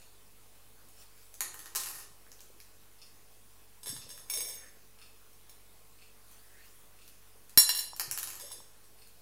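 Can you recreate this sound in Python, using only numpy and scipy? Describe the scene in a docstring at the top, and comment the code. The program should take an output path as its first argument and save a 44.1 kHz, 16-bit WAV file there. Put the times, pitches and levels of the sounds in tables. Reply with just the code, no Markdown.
"""Stringing beads at a table

Fingers stir a plate of beads, which rings in dying modes chosen by the place struck. Strung and loose
beads tick on the table top (short coloured clicks plus a knock), skitter and drag (random contacts, noise);
nails and wrists give soft blows, a wall clock rings its case once a second.
A quiet, hard room returns the clicks as echoes and dense tails, over faint hiss and hum."""
import sys
import numpy as np
from scipy import signal
from scipy.io import wavfile
from scipy.ndimage import uniform_filter1d

SR = 44100
rng = np.random.default_rng(int(sys.argv[2]) if len(sys.argv) > 2 else 0)


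def file_out(sig):
    """Save sig as 16-bit WAV at sys.argv[1]."""
    # one column per channel
    cols = np.atleast_2d(sig).T
    # limit, then scale
    lim = np.clip(cols, -1, 1)
    pcm = np.round(lim * 32767).astype(np.int16)
    wavfile.write(sys.argv[1], SR, pcm)


def gain_from_db(level_db):
    """Convert decibel levels to linear amplitude factors (20 dB per decade)."""
    decades = np.asarray(level_db, float) / 20
    return 10 ** decades


N = 406161

# floor hiss: f/Hz, relative density/dB per Hz
HISS_COLOUR = [(20, -35.5), (40, -21.5), (75, -27.5), (150, -22), (400, -23), (1100, -25.5), (2000, -28.5),
               (4000, -29.5), (8000, -30), (9500, -27), (12000, -28.5), (15700, -29), (16000, -50),
               (16600, -72)]
HISS_RMS_DB = -62
# mains and motor tones: f/Hz, mean rms level/dB, wander/Hz
HUM_TONES = [(49.6, -71, 1.2), (98.7, -73, 1.8), (207, -84, 1.5), (440, -77.5, 2.3), (1080, -83, 3),
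             (2550, -84, 11)]

# clock steps, fainter when the arms are in the way: t/s, level/dB
CLOCK_STEPS = [(.017, -46), (1.016, -48.5), (2.018, -45.5), (3.017, -43), (4.017, -42), (5.016, -43.5),
               (6.016, -46), (7.017, -48.5), (8.017, -65), (9.016, -47.5)]
# gear clicks within a step: lag/s, relative level/dB
GEAR_CLICKS = [(-.028, -6), (0, 0), (.005, -2), (.01, 0), (.045, -10)]
# clock case modes: f/Hz, relative level/dB, t60/s
CASE_MODES = [(1250, -10, 0.039), (2640, 3.5, 0.0081), (3670, -1.5, 0.014), (4290, 0.5, 0.012),
              (5230, 4.5, 0.005), (6770, -1, 0.005), (8970, 2.5, 0.004), (10200, -8, 0.0051)]
CLICK_SPREAD_DB, CASE_SPREAD_DB = 2.5, 4  # click to click, mode to mode

# beads ticking on table or each other: t of sound less TICK_BASE_S/s, tick level/dB, table knock level/dB
BEAD_TICKS = [(0.8868, -43, -71), (1.1767, -45.5, -69), (1.3409, -34, -65), (1.4061, -13.5, -30.5),
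              (1.5424, -31.5, -40.5), (1.5914, -28, -47), (1.6577, -33, -43), (1.6641, -52, -45),
              (1.7497, -17.5, -32.5), (1.7572, -14, -32), (1.762, -18, -42), (1.8, -20.5, -60),
              (1.835, -23, -50), (1.8593, -27, -39.5), (2.3177, -39.5, -56), (2.4054, -37.5, -64),
              (2.6017, -36.5, -60), (4.1766, -34, -47.5), (6.3121, -42, -56), (7.0778, -40, -61),
              (7.4944, -37, -60), (7.9633, -29, -52), (7.9963, -12, -29.5), (8.1117, -16, -37.5),
              (8.1751, -17.5, -35.5), (8.1864, -18, -60), (8.23, -18.5, -40.5), (8.2728, -23.5, -41),
              (8.3024, -26.5, -50), (8.3322, -31.5, -44), (8.3536, -30, -48), (8.372, -39, -47),
              (9.0725, -41, -68)]
TICK_BASE_S = 0.0008  # time origin of the tick table
# colour of a bead's tick: f/Hz, level/dB
TICK_COLOUR = [(250, -48.5), (1500, -12.5), (3000, -9.5), (5200, -7), (7000, -5.5), (9000, -7), (11200, -1),
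               (13500, -5), (15200, -7.5), (16500, -19)]
# table top modes: f/Hz, relative level/dB, t60/s
TABLE_MODES = [(130, -29, .08), (338, -17.5, 0.038), (558, -13.5, 0.018), (810, -7.5, 0.018),
               (1040, -8, 0.055), (1260, -1.5, 0.014), (1850, 1, 0.019), (2430, -11, 0.0056),
               (3040, 5, 0.0035)]

# sleeves and skin brushing: t of peak/s, level/dB, fall/dB per s
RUSTLES = [(0.9, -90, 60), (1.026, -56.5, 350), (1.23, -61.5, 59), (6.31, -59.5, 63), (6.656, -59, 58),
           (7.082, -62, 600)]
# string of beads settling and skittering on the table: t of peak/s, level/dB before layer gains, fall/dB per s
SKITTER_STROKES = [(1.54, -58, 105), (1.597, -52, 302), (1.665, -51.5, 430), (1.775, -44, 10)]
# nails catching needle or bead, duller than a tick: t/s, level/dB, f/Hz
NAIL_BLOWS = [(2.266, -49.5, 1700), (2.3175, -35, 6140), (2.3935, -46, 3740), (2.4058, -37.5, 7000),
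              (2.602, -48, 2260), (2.6025, -39.5, 5500), (7.079, -48, 4500)]
# soft bumps of fingers and wrists: t/s, level/dB, f/Hz
BUMP_BLOWS = [(2.501, -51.5, 440), (3.368, -64, 450), (3.87, -45.5, 460), (3.896, -48, 135),
              (3.926, -46, 257), (3.953, -49.5, 133), (4.065, -52, 495), (4.335, -56, 395),
              (4.402, -61.5, 510), (4.598, -61, 447), (7.357, -58.5, 470), (7.933, -38, 950),
              (8.014, -37.5, 980), (8.077, -49.5, 130), (8.513, -45, 1040), (8.603, -47.5, 970)]
BUMP_ROOM_DB = -12  # bumps travel mostly through the table, little through the air

# beads and nails striking the plate: t/s, level/dB before layer gains, softness/0-1
PLATE_CLINKS = [(3.8318, -33.5, 0.14), (3.8597, -27, 0.4), (3.8992, -36, 0.1), (3.9645, -29.5, 0.7),
                (4.0911, -36.5, 0.15), (4.103, -36, 1), (4.299, -23.5, 0.08), (4.337, -24.5, 0.06),
                (4.3735, -25, 0.14), (4.4059, -24.5, 0.14), (4.4494, -30, 0.25), (4.4854, -34, 0.1),
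                (4.5094, -33, 0.63), (5.33, -50.5, 0.2), (5.4944, -39, 0.33), (7.5749, -2.5, 0.1),
                (7.692, -10.5, 0.75), (7.7493, -18, 0.43), (7.773, -23, 0.1), (7.7896, -21, 0.09),
                (7.8075, -26.5, 0.4), (7.839, -34, 0.25), (8.3988, -30.5, 0.25), (8.5026, -38, 0.3),
                (8.517, -32.5, 0.02), (8.84, -49, 0.1)]
# where the plate is struck: t/s, place (0 rim, 1 bare well, 2 under the heap)
STRUCK_PLACE = [(4.2, 2), (4.29, 1), (4.7, 1), (5, .5), (7.4, .5), (7.5, 0), (7.98, 0), (8.3, 2)]
# plate modes: f/Hz
PLATE_MODES_HZ = [1000, 1750, 2261, 2821, 3596, 4075, 4885, 5420, 5525, 6422, 7084, 7900, 8515, 8705, 8802,
                  9900, 10000, 10130, 10640, 10775, 11150, 11640, 11850, 12030, 12570, 12645, 13790, 14390,
                  14765]
# same modes: level/dB at rim, at well, under heap (before the t60 correction), t60/s before loading
PLATE_MODES = [(-26, -19, -20.5, 0.014), (-18.5, -20.5, -18.5, 0.03), (-29.5, -10, -26, 0.029),
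               (-12.5, -16, -20, 0.11), (-24.5, -8, -11, 0.03), (-6, -15.5, -16.5, 0.04),
               (-16, -9.5, -12, 0.041), (-22.5, -5.5, -9, 0.02), (1, -0.5, -7, 0.073),
               (-13.5, 2.5, -7, 0.057), (2.5, -20, -42, 0.26), (-9, -5, -8, 0.19), (-42, 6, 0.5, 0.13),
               (-15.5, -4.5, -27, 0.059), (-6.5, -21, -12, 0.04), (-26, -2, -52, 0.12),
               (-9.5, -9, -1.5, 0.29), (-21, -4, -21, 0.3), (5.5, -7, -19, 0.16), (-15, 7, 0, 0.14),
               (-32, -20, -30, .1), (-40, -2, -5.5, 0.11), (-4, -14, -30, 0.074), (-30, -25, -35, 0.092),
               (-2, -30, -18, 0.051), (-15, -25, -19, 0.19), (-11.5, 4, -14, 0.111),
               (-27.5, -23, -18, 0.16), (-9, -3.5, -35, 0.069)]
# share of t60 left at rim, well, heap, where beads weigh on the plate
LOADED_T60_SHARE = [1.0, 0.87, 0.64]
PLATE_RADIATES_HZ = 600  # the small plate sends little below this into the air
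CLINK_TICK_DB = -6  # bare tick under the ring
BURST_DB, BURST_T60_S = -16, 0.011  # short noisy burst with each clink
# fingers pushing through the heap: t of peak/s, level/dB before layer gains, fall/dB per s
STIR_STROKES = [(3.872, -32.5, 138), (4.106, -43, 132), (4.18, -54, 280), (4.312, -38, 402),
                (4.338, -35.5, 119), (4.475, -39.5, 120), (8.402, -40.5, 83), (8.525, -47, 204)]
CONTACT_SPREAD_DB = 2

# string of beads dragged over the table: t of peak/s, level/dB, fall/dB per s
DRAG_STROKES = [(4.66, -59, 154), (6.6, -61, 150)]
# hardest clink shaking the microphone through the table: t/s, level/dB, length/s
JOLT_PUSH = (7.5746, -21.5, 0.0018)

STIR_RISE_DB_PER_S, SKITTER_RISE_DB_PER_S, RUSTLE_RISE_DB_PER_S, DRAG_RISE_DB_PER_S = 830, 750, 130, 81
REST_S = 0.28  # every motion is still this long after its peak

# first echoes off table, ceiling, walls: delay/s, level/dB
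FIRST_ECHOES = [(.0013, -11), (.0031, -16), (.0101, -7), (.0105, -13), (.0172, -15), (.021, -14)]
# dense tail: f/Hz, t60/s
ROOM_T60 = [(300, 1), (1000, 0.49), (4000, 0.5), (10000, 0.39), (15000, 0.11)]
# colour of the dense tail: f/Hz, relative level/dB
TAIL_COLOUR = [(300, 2), (1500, -3.5), (4000, 1), (12000, 1.5)]
EDGE_HZ, OFFSET = 16300, 0.0018  # band limit, converter offset (full scale 1)


def read(points, hz):
    """Value of a (Hz, value) table on a log-frequency axis."""
    f, value = np.transpose(points)
    return np.interp(np.log(hz + 1), np.log(f + 1), value)


def evened(x):
    """Scales to rms 1."""
    return x / np.sqrt(np.mean(x ** 2) + 1e-20)


def train(t_s, db):
    """Single samples of given height at given times."""
    out = np.zeros(N)
    np.add.at(out, np.round(np.asarray(t_s) * SR).astype(int), gain_from_db(np.asarray(db)))
    return out


def heard(x, shape):
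    """Every sample of x sounds the shape."""
    return signal.oaconvolve(x, shape)[:N]


def ring(hz, db, t60_s):
    """Struck body: dying sines of alternating sign, peak 1."""
    t = np.arange(SR // 2)[:, None] / SR
    sign = (-1) ** np.arange(len(hz))
    modes = sign * gain_from_db(db - 60 * t / t60_s) * np.sin(2 * np.pi * hz * t)
    x = modes.sum(axis=1)
    return x / abs(x).max()


def decay(db, t60_s, samples):
    """Exponential fall from a starting level."""
    return gain_from_db(db - 60 * np.arange(samples) / SR / t60_s)


def swell(strokes, rise_db_per_s):
    """Gain of motions that swell to a peak, fall steadily and come to rest."""
    out = np.zeros(N)
    t = np.arange(-SR // 2, SR // 2) / SR
    for peak_s, db, fall_db_per_s in strokes:
        slope_db = np.minimum(rise_db_per_s * t, -fall_db_per_s * t)
        to_rest = np.clip(4 - 4 * t / REST_S, 0, 1)
        out[round(peak_s * SR) - SR // 2:][:SR] += gain_from_db(db + slope_db) * to_rest
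    return out


def noise(points, patchy_db):
    """Random short-time spectra of a given colour, with smoothed level patches; rms 1."""
    a, b, patches = rng.standard_normal((N // 256 + 5, 513, 3)).T
    patches = uniform_filter1d(patches, size=12, axis=0)  # over frequency
    patches = evened(uniform_filter1d(patches, size=14, axis=1))  # over time
    colour_db = read(points, np.fft.rfftfreq(1024, 1 / SR))[:, None]
    spectra = (a + 1j * b) * gain_from_db(colour_db + patchy_db * patches)
    return evened(signal.istft(spectra, nperseg=1024, noverlap=768)[1][:N])


def click():
    """Bead tick: minimum-phase, the shortest sound of its colour, peak 1."""
    log_gain = np.log(gain_from_db(read(TICK_COLOUR, abs(np.fft.fftfreq(2048, 1 / SR)))))
    x = np.fft.ifft(np.exp(np.conj(signal.hilbert(log_gain)))).real[:512]
    return x / abs(x).max()


def crowd(gain, per_s):
    """Random contacts of either sign, a few larger, evened to rms 1 ahead of the gain."""
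    spread_db = CONTACT_SPREAD_DB * np.minimum(rng.exponential(1, N), 4)
    sizes = gain_from_db(spread_db) * rng.choice([-1, 1], N)
    struck = rng.random(N) < per_s / SR
    return evened(sizes * struck) * gain


def blows(rows):
    """Soft blows: a few dying cycles at the pitch of what gives way."""
    out = np.zeros(N)
    t = np.arange(2048) / SR
    for start_s, db, hz in rows:
        turns = hz * t
        envelope = 3 * turns * np.exp(-turns / 0.81)
        out[round(start_s * SR):][:len(t)] += gain_from_db(db) * np.sin(2 * np.pi * turns) * envelope
    return out


def room(x, tail_db):
    """First echoes, then three dense tails fed in turn so that like clicks do not fade alike."""
    hz, t, z = signal.stft(rng.standard_normal((3, SR)), SR, nperseg=128)
    fall_db = 60 * t / read(ROOM_T60, hz)[:, None]
    onset = np.clip(t / 0.0018, 0, 1)
    z = z * gain_from_db(read(TAIL_COLOUR, hz)[:, None] - fall_db) * onset
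    tails = signal.istft(z, SR, nperseg=128)[1]
    turn = 2 * np.pi * (7 * np.arange(N) / SR + np.arange(3)[:, None] / 3)  # 7 Hz, three phases
    fed = x * np.cos(turn) * np.sqrt(2 / 3)
    late = sum(heard(f, tail / np.linalg.norm(tail)) for f, tail in zip(fed, tails))
    early = heard(x, train(*np.transpose(FIRST_ECHOES))[:2048])
    return x + early + gain_from_db(tail_db) * late


def hiss():
    """Steady coloured noise floor."""
    return gain_from_db(HISS_RMS_DB) * noise(HISS_COLOUR, patchy_db=1.5)


def hum():
    """Mains and motor tones whose pitch and level wander."""
    out = np.zeros(N)
    for hz, db, wander_hz in HUM_TONES:
        level_db, pitch = signal.resample(rng.standard_normal((90, 2)), N, axis=0).T
        phase = 2 * np.pi * np.cumsum(hz + wander_hz * pitch) / SR
        out += gain_from_db(db + level_db) * np.sqrt(2) * np.sin(phase)
    return out


def clock():
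    """Each second the gears make a few small clicks that ring the case, never quite alike."""
    lag_s, gear_db = np.transpose(GEAR_CLICKS)
    hz, mode_db, t60_s = np.transpose(CASE_MODES)
    out = np.zeros(N)
    for step_s, db in CLOCK_STEPS:
        click_db = db + gear_db + CLICK_SPREAD_DB * rng.standard_normal(len(lag_s))
        clicks = train(np.maximum(step_s + lag_s, 0), click_db)
        case_db = mode_db + CASE_SPREAD_DB * rng.standard_normal(len(hz))
        out += heard(clicks, ring(hz, case_db, t60_s)[:2048])
    return out


def ticks():
    """Hard clicks, each with its own scatter, and a short knock in the table top."""
    t_s, tick_db, knock_db = np.transpose(BEAD_TICKS)
    t_s = t_s + TICK_BASE_S
    hits = train(t_s, tick_db)
    scatter = heard(hits, decay(-14, 0.0061, 600)) * rng.standard_normal(N)
    knocks = heard(train(t_s, knock_db), ring(*np.transpose(TABLE_MODES)))
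    return heard(hits + scatter, click()) + knocks


def rustle():
    """Sleeves and skin: swelling treble-weighted noise."""
    colour = [(500, -9.0), (3000, -1.5), (10000, 0.0), (16000, -1)]
    return swell(RUSTLES, RUSTLE_RISE_DB_PER_S) * noise(colour, patchy_db=5.0)


def skitters():
    """String of beads settling: random contacts that tick and knock the table top."""
    contacts = crowd(swell(SKITTER_STROKES, SKITTER_RISE_DB_PER_S), per_s=400)
    knocks = heard(gain_from_db(-28) * contacts, ring(*np.transpose(TABLE_MODES)))
    return heard(gain_from_db(-10.0) * contacts, click()) + knocks


def nails():
    """Fingernails catching needle or bead: short pitched blows."""
    return blows(NAIL_BLOWS)


def bumps():
    """Fingers and wrists: soft blows, direct plus a weak share through the room."""
    direct = blows(BUMP_BLOWS)
    return direct + gain_from_db(BUMP_ROOM_DB) * room(direct, tail_db=0)


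def plate_ring(contacts):
    """Contacts excite the plate; the place struck picks the loud modes."""
    *places_db, t60_s = np.transpose(PLATE_MODES)
    hz = np.array(PLATE_MODES_HZ)
    place = np.interp(np.arange(N) / SR, *np.transpose(STRUCK_PLACE))
    rings = np.zeros(N)
    for k, db in enumerate(places_db):
        share = np.clip(1 - abs(place - k), 0, 1)
        start_db = db - 20 * np.log10(t60_s)  # the longer the ring, the lower its start
        rings += heard(contacts * share, ring(hz, start_db, t60_s * LOADED_T60_SHARE[k]))
    highpass = signal.butter(2, PLATE_RADIATES_HZ, "high", fs=SR, output="sos")
    return signal.sosfilt(highpass, rings)


def plate():
    """Clinks and stirred rattle ring the plate, with ticks and noisy bursts; the pushed plate rumbles."""
    t_s, db, soft = np.transpose(PLATE_CLINKS)
    soft = np.clip(soft, 0.01, 0.99)
    hard_hits = train(t_s, db + 20 * np.log10(1 - soft))
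    # a soft contact lasts longer and misses the high modes
    soft_hits = heard(train(t_s, db + 20 * np.log10(soft)), np.hanning(7) / 2)
    clinks = hard_hits + soft_hits
    stir = swell(STIR_STROKES, STIR_RISE_DB_PER_S)
    rattle = crowd(stir, per_s=900)
    bursts = heard(train(t_s, db), decay(BURST_DB, BURST_T60_S, 1500)) * rng.standard_normal(N)
    bare = heard(gain_from_db(CLINK_TICK_DB) * clinks + bursts + gain_from_db(-21) * rattle, click())
    rumble_colour = [(70, 3), (140, -7), (300, -0.5), (550, 10.5), (1000, -49.0)]
    rumble = gain_from_db(-24.5) * stir * noise(rumble_colour, patchy_db=7.0)
    return plate_ring(clinks + gain_from_db(-23.5) * rattle) + bare + rumble


def drag():
    """String of beads dragged over the table: dull, narrow noise."""
    colour = [(900, -16), (1500, -5), (1750, 4), (2300, -8), (4000, -25)]
    return swell(DRAG_STROKES, DRAG_RISE_DB_PER_S) * noise(colour, patchy_db=0.5)


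def jolt():
    """One short push of the microphone membrane."""
    t_s, db, length_s = JOLT_PUSH
    return heard(train([t_s], [db]), np.hanning(round(length_s * SR)))


def scene():
    """Near sounds through the room, the far clock wetter, over the floor."""
    floor = hiss() + hum()
    far = room(clock(), tail_db=3)
    table = room(ticks() + skitters(), tail_db=2.5)
    hands = rustle() + room(nails(), tail_db=-1.5) + bumps()
    dish = room(plate(), tail_db=-0.5)
    return (floor + far + table + hands + dish + drag() + jolt())[None]


def band_limit(x):
    """A steep low-pass at the top of the band."""
    return signal.sosfilt(signal.butter(12, 17070, fs=SR, output="sos"), x)


def record(dry):
    """Band limit and converter offset."""
    lowpass = signal.firwin(255, EDGE_HZ, window=("kaiser", 8), fs=SR)
    mix = signal.oaconvolve(dry, lowpass[None], "same") + OFFSET
    return band_limit(mix)


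dry = scene()
out = record(dry)
file_out(out)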